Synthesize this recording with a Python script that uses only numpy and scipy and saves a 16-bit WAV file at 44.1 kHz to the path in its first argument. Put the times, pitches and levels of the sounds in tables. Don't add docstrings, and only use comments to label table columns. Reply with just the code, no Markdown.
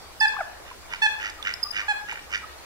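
import sys
import numpy as np
from scipy import signal
from scipy.fft import rfft, irfft, next_fast_len
from scipy.io import wavfile
from scipy.ndimage import uniform_filter1d, map_coordinates

SR = 44100
rng = np.random.default_rng(int(sys.argv[2]) if len(sys.argv) > 2 else 0)


def magnitude_from_level(level_db):
    exponent = np.asarray(level_db, float) / 20
    return 10 ** exponent


def inscribe(sig):
    pcm = np.round(np.clip(np.atleast_2d(sig).T, -1, 1) * 32767)
    wavfile.write(sys.argv[1], SR, pcm.astype(np.int16))


N = 116865

# pitch_hz, level_db (per Hz)
HISS_SPECTRUM = [(53, -45), (90, -10), (229, -11.5), (266, -11.5), (310, -8), (915, -4), (2530, -13),
                 (4360, -13.5), (16000, -25.5)]
RUMBLE_SPECTRUM = [(8.8, -24), (15, 6), (38, -5.5), (70, -1.5), (100, -10.5), (130, -28), (220, -120)]
# pitch_hz, correlation (-1 to 1)
MICROPHONE_LIKENESS = [(40, -0.11), (130, 0.39), (300, 0.47), (640, 0.05), (1400, 0.37), (3100, -0.29),
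                       (15000, -0.27)]
# pitch_hz, t60_s
REED_DECAY = [(500, 0.96), (2000, 0.57), (5000, 0.47), (12000, 0.36)]
# delay_s, left_db, right_db
WHISTLE_ECHOES = [(.077, -3, -14)]
HONK_ECHOES = [(.077, -11, -19), (0.0554, -14, -16.5)]
# start_s, length_s, first_hz, last_hz, level_db
FAR_PIPES = [
    (.01, 0.083, 4440, 4570, -59),
    (.66, 0.038, 3450, 3650, -58),
    (.893, 0.038, 3400, 3600, -57),
    (1.385, 0.037, 1286, 1153, -44.5),
    (1.64, 0.049, 1140, 1274, -43.5),
    (1.81, 0.087, 1167, 1234, -46),
    (2.425, 0.041, 1230, 1370, -45.5),
    (2.465, 0.042, 4300, 4100, -53.5),
    (2.575, 0.032, 4350, 4040, -54),
]
# start_s, peak_db, ring_hz, t60_s
TWIG_TICKS = [
    (1.427, -22, 3500, .016),
    (1.3, -31, 6900, 0.0089),
    (1.539, -16.5, 5100, 0.014),
    (2.128, -29, 7200, 0.0081),
    (1.3, -27.5, 5040, .008),
]
# start_s, length_s, first_hz, last_hz, level_db
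BUBBLE_PLOPS = [
    (.336, .01, 950, 1050, -36),
    (.364, .012, 900, 1450, -31),
    (.711, .015, 1150, 800, -36),
    (.934, .012, 1000, 880, -35),
    (2.124, .009, 950, 850, -39),
]
# start_s, length_s, first_hz, last_hz, level_db
LOW_CALL = (.382, .047, 880, 630, -31)
LOW_CALL_OVERTONES = [-1, -2, -17]
# loudest_pulse_s, half_length_s, level_db, pulses_per_s, top_band_db
CROAKS = [
    (0.689, 0.034, -42, 83, -5),
    (0.936, 0.033, -31.5, 96, 0.5),
    (1.247, 0.046, -28, 102, 1),
    (1.481, 0.04, -26, 96, -2),
    (1.784, 0.046, -26, 101, 0),
    (2.112, 0.031, -31.5, 110, -3),
    (2.173, 0.032, -35, 58, -21),
    (2.346, 0.032, -26, 99, 3.5),
]
# pitch_hz, width_hz, level_db, delay_ms, gain_db (over half a croak)
THROAT_BANDS = [(1483, 297, -9, -1.1, 0.5), (1896, 268, -7.5, 0.21, 0.5), (2343, 290, -9, 0.093, 1),
                (2891, 214, -10.5, 0.98, -1), (3600, 440, -20, 1.9, 1.5), (4610, 400, -25.5, 0.54, 5.5),
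                (5230, 570, -23.5, -0.34, -2), (6080, 990, -21.5, 1.5, -0.5)]
# start_s, length_s, pitch_hz, level_db
WHISTLES = [
    (.2, 0.012, 4978, -16.5),
    (1.627, 0.015, 5022, -15),
]
WHISTLE_OVERTONES = [0.5, -15.5, -21]
# start_s, length_s, top_pitch_hz, level_db, softness (0-1)
HONKS = [
    (0.206, 0.061, 879.3, -17, 0.73),
    (1.017, 0.058, 876.2, -18.5, 0),
    (1.88, 0.0511, 847.4, -20.5, 1),
]
HARD_HONK_OVERTONES = [-11, -0.5, -6, -10.5, -16, -24, -24.5, -30, -26, -33, -36, -46]
SOFT_HONK_OVERTONES = [-9, -1, -11, -17, -21, -27.5, -34.5, -31, -27, -37, -38, -48]
# pitch_hz, level_db
MICROPHONE_TOP = [(100, 0), (15700, 0), (16100, -22), (16600, -30), (17000, -60)]


def unit(x):
    return x / np.sqrt(np.mean(x ** 2) + 1e-20)


def along(points, hz):
    f, v = np.transpose(points)
    return np.interp(np.log(hz + 1), np.log(f + 1), v)


def wobble(rate, size):
    knots = rng.standard_normal(int(size * 400 / SR) + 9)
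    return map_coordinates(knots, [np.arange(size) * rate / SR])


def filtered(x, response):
    m = next_fast_len(N + SR // 4)
    return irfft(rfft(x, m) * response(np.fft.rfftfreq(m, 1 / SR)), m)[..., :N]


def add(track, s, x):
    i = max(round(s * SR), 0)
    track[i:i + len(x)] += x[:N - i]


def gate(t, length, attack, release):
    ramp = np.minimum(t / attack, (length - t) / release)
    return np.sin(np.pi / 2 * np.clip(ramp, 0, 1)) ** 2


def voice(hz, levels_db):
    turn = 2 * np.pi * np.cumsum(hz) / SR
    bill_twist = 0.583
    total = sum(magnitude_from_level(db) * np.cos((k + 1) * turn - bill_twist * k * k) for k, db in enumerate(levels_db))
    return -total * np.sqrt(2)


def gliding_notes(rows, levels_db, rough_db):
    out, t = np.zeros(N), np.arange(SR // 8) / SR
    for s, length, first_hz, last_hz, db in rows:
        slide = first_hz + (last_hz - first_hz) * np.clip(t / length, 0, 1)
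        hz = slide + 8 * rough_db * wobble(123.7, len(t))
        level = magnitude_from_level(db + rough_db * wobble(153, len(t)))
        add(out, s, level * gate(t, length, 0.25 * length, 0.52 * length) * voice(hz, levels_db))
    return out


def placed(x, lag, pan_db):
    side = np.array([[1], [-1]])
    return filtered(x, lambda hz: magnitude_from_level(side * pan_db / 2) * np.exp(-1j * np.pi * hz * side * lag / SR))


def marsh(x, echoes, scatter_db=0):
    reeds_db, swell_s, pan_db = -7, 0.0067, 0.5
    hz, t, z = signal.stft(rng.standard_normal((2, SR)), SR, nperseg=256)
    decay = magnitude_from_level(-60 * t / along(REED_DECAY, hz)[:, None])
    tail = signal.istft(z * decay * (1 - np.exp(-t / swell_s)), SR, nperseg=256)[1]
    level = magnitude_from_level(reeds_db + scatter_db + pan_db * np.array([[1], [-1]]))
    tail = tail / np.linalg.norm(tail[0]) * level
    for s, left_db, right_db in echoes:
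        tail[:, round(s * SR)] += magnitude_from_level(np.array([left_db, right_db])) * [1, -1]
    return signal.fftconvolve(x[None], tail, axes=1)[:, :N]


def rush(spectrum, patchy_db):
    z = signal.stft(rng.standard_normal((2, N)), nperseg=512)[2]
    field = uniform_filter1d(rng.standard_normal(z.shape[1:]), 5, 0)
    field = uniform_filter1d(field, 10, 1)
    pair = signal.istft(z * magnitude_from_level(patchy_db * unit(field)), nperseg=512)[1][:, :N]

    def mid_side(hz):
        turn = np.arccos(np.clip(along(MICROPHONE_LIKENESS, hz), -1, 1)) / 2
        return magnitude_from_level(along([(5, -120)] + list(spectrum), hz)) * [np.cos(turn), np.sin(turn)]

    mid, side = filtered(pair, mid_side)
    return np.array([mid + side, mid - side]) / np.sqrt(np.mean(mid ** 2))


def distant_hum():
    turn = 2 * np.pi * np.cumsum(69.2 + 1.5 * wobble(6.05, N)) / SR
    return magnitude_from_level(-56 + 2.2 * wobble(6.93, N)) * np.sin(turn + np.array([[0.54], [-0.54]]))


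def air():
    hiss = magnitude_from_level(-48) * rush(HISS_SPECTRUM, patchy_db=1.9)
    rumble = magnitude_from_level(-57) * rush(RUMBLE_SPECTRUM, patchy_db=-0.4)
    return hiss + rumble + distant_hum()


def far_birds():
    return gliding_notes(FAR_PIPES, [0], rough_db=4.5)


def twigs():
    out, t = np.zeros(N), np.arange(SR // 20) / SR
    band = signal.butter(2, [3000, 9500], 'band', fs=SR)
    for s, db, hz, t60 in TWIG_TICKS:
        crack = signal.lfilter(*band, rng.standard_normal(len(t))) * magnitude_from_level(-7 - 60 * t / 0.0082)
        ring = magnitude_from_level(-60 * t / t60) * np.sin(2 * np.pi * hz * t) * (1 - np.exp(-t / 0.0001))
        add(out, s, magnitude_from_level(db) * (crack + ring))
    return out


def water_in_front():
    plops = gliding_notes(BUBBLE_PLOPS, [0, -22], rough_db=3.5)
    return plops + gliding_notes([LOW_CALL], LOW_CALL_OVERTONES, rough_db=5.0)


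def frogs():
    burst_ms, jitter_ms, scatter_db, spiky_db, leak = 2.1, 0.7, 2.5, 4, 0.16
    out, t = np.zeros(N), np.arange(-SR // 10, SR // 10) / SR
    for s, half, db, rate, top_db in CROAKS:
        luck = rng.standard_normal((13, 2))
        pulse_s = np.arange(-6, 7) / rate + jitter_ms * luck[:, 0] / 1000
        for hz, width, part_db, delay_ms, gain_db in THROAT_BANDS:
            since_ms = (t[:, None] - pulse_s) * 1000 - delay_ms
            pulses = magnitude_from_level(scatter_db * luck[:, 1]) * np.exp(-(since_ms / burst_ms) ** 2)
            bursts = leak + pulses.sum(axis=1)
            clicks = rng.standard_normal(len(t)) * magnitude_from_level(spiky_db * rng.standard_normal(len(t)))
            pole = np.exp((-np.pi * width * 1.9 + 2j * np.pi * hz) / SR)
            ring = unit(signal.lfilter([1], np.poly([pole] * 4), bursts * clicks).real)
            swell_db = gain_db * t / half - 11.1 * (t / half) ** 2
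            add(out, s + t[0], magnitude_from_level(db + part_db + top_db * (hz > 4000) + swell_db) * ring)
    return out


def whistles():
    out, t = np.zeros(N), np.arange(SR // 8) / SR
    for s, length, hz, db in WHISTLES:
        note = voice(hz * (1 - 0.3 * (t - 0.008)), WHISTLE_OVERTONES)
        swell = magnitude_from_level(db + 130 * (t - 0.0659))
        add(out, s, swell * gate(t, length, 0.0058, 0.003) * note)
    return out


def honks():
    rise, sag, sag_power = 0.02, 0.08, 1.7
    sag_s, top_at = 0.057, 0.35
    closing_db, swell_db = 1, 2.5
    out, t = np.zeros(N), np.arange(SR // 8) / SR
    for s, length, top_hz, db, soft in HONKS:
        u = np.clip(t / sag_s, 0, 1)
        climb = rise * np.clip(1 - u / top_at, 0, 1) ** 2
        fall = sag * np.clip((u - top_at) / (1 - top_at), 0, 1) ** sag_power
        hz = top_hz * (1 - climb - fall + 0.0018 * wobble(83, len(t)))
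        levels = []
        for k, (hard_db, soft_db) in enumerate(zip(HARD_HONK_OVERTONES, SOFT_HONK_OVERTONES)):
            blend = hard_db + np.clip(soft, 0, 1) * (soft_db - hard_db)
            closing = k * closing_db * (t / length) ** 3
            levels.append(blend - closing + 0.95 * wobble(94, len(t)))
        swell = magnitude_from_level(db - swell_db * (0.5 + soft) * (2 * t / length - 1) ** 2)
        add(out, s, swell * gate(t, length, 0.0058, 0.0089) * voice(hz, levels))
    return out


def scene():
    far, twig, front, frog, whistle, honk = far_birds(), twigs(), water_in_front(), frogs(), whistles(), honks()
    direct = placed(honk + frog + twig, 8.5, -4.5) + placed(whistle, 7.16, -7.5)
    direct += placed(front, -2.2, 1.0) + placed(far, 2.5, -1.9)
    answer = magnitude_from_level(0.5) * marsh(honk, HONK_ECHOES) + marsh(whistle, WHISTLE_ECHOES, scatter_db=-0.5)
    answer += marsh(magnitude_from_level(-4) * frog + magnitude_from_level(-5.5) * twig, [])
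    answer += marsh(magnitude_from_level(-6) * front + 0.95 * far, [])
    return air() + direct + answer


def top_cut(x):
    return signal.sosfilt(signal.butter(12, 16980, fs=SR, output="sos"), x)


def record(dry):
    mix = filtered(dry, lambda hz: magnitude_from_level(along(MICROPHONE_TOP, hz)))
    return top_cut(mix)


dry = scene()
out = record(dry)
inscribe(out)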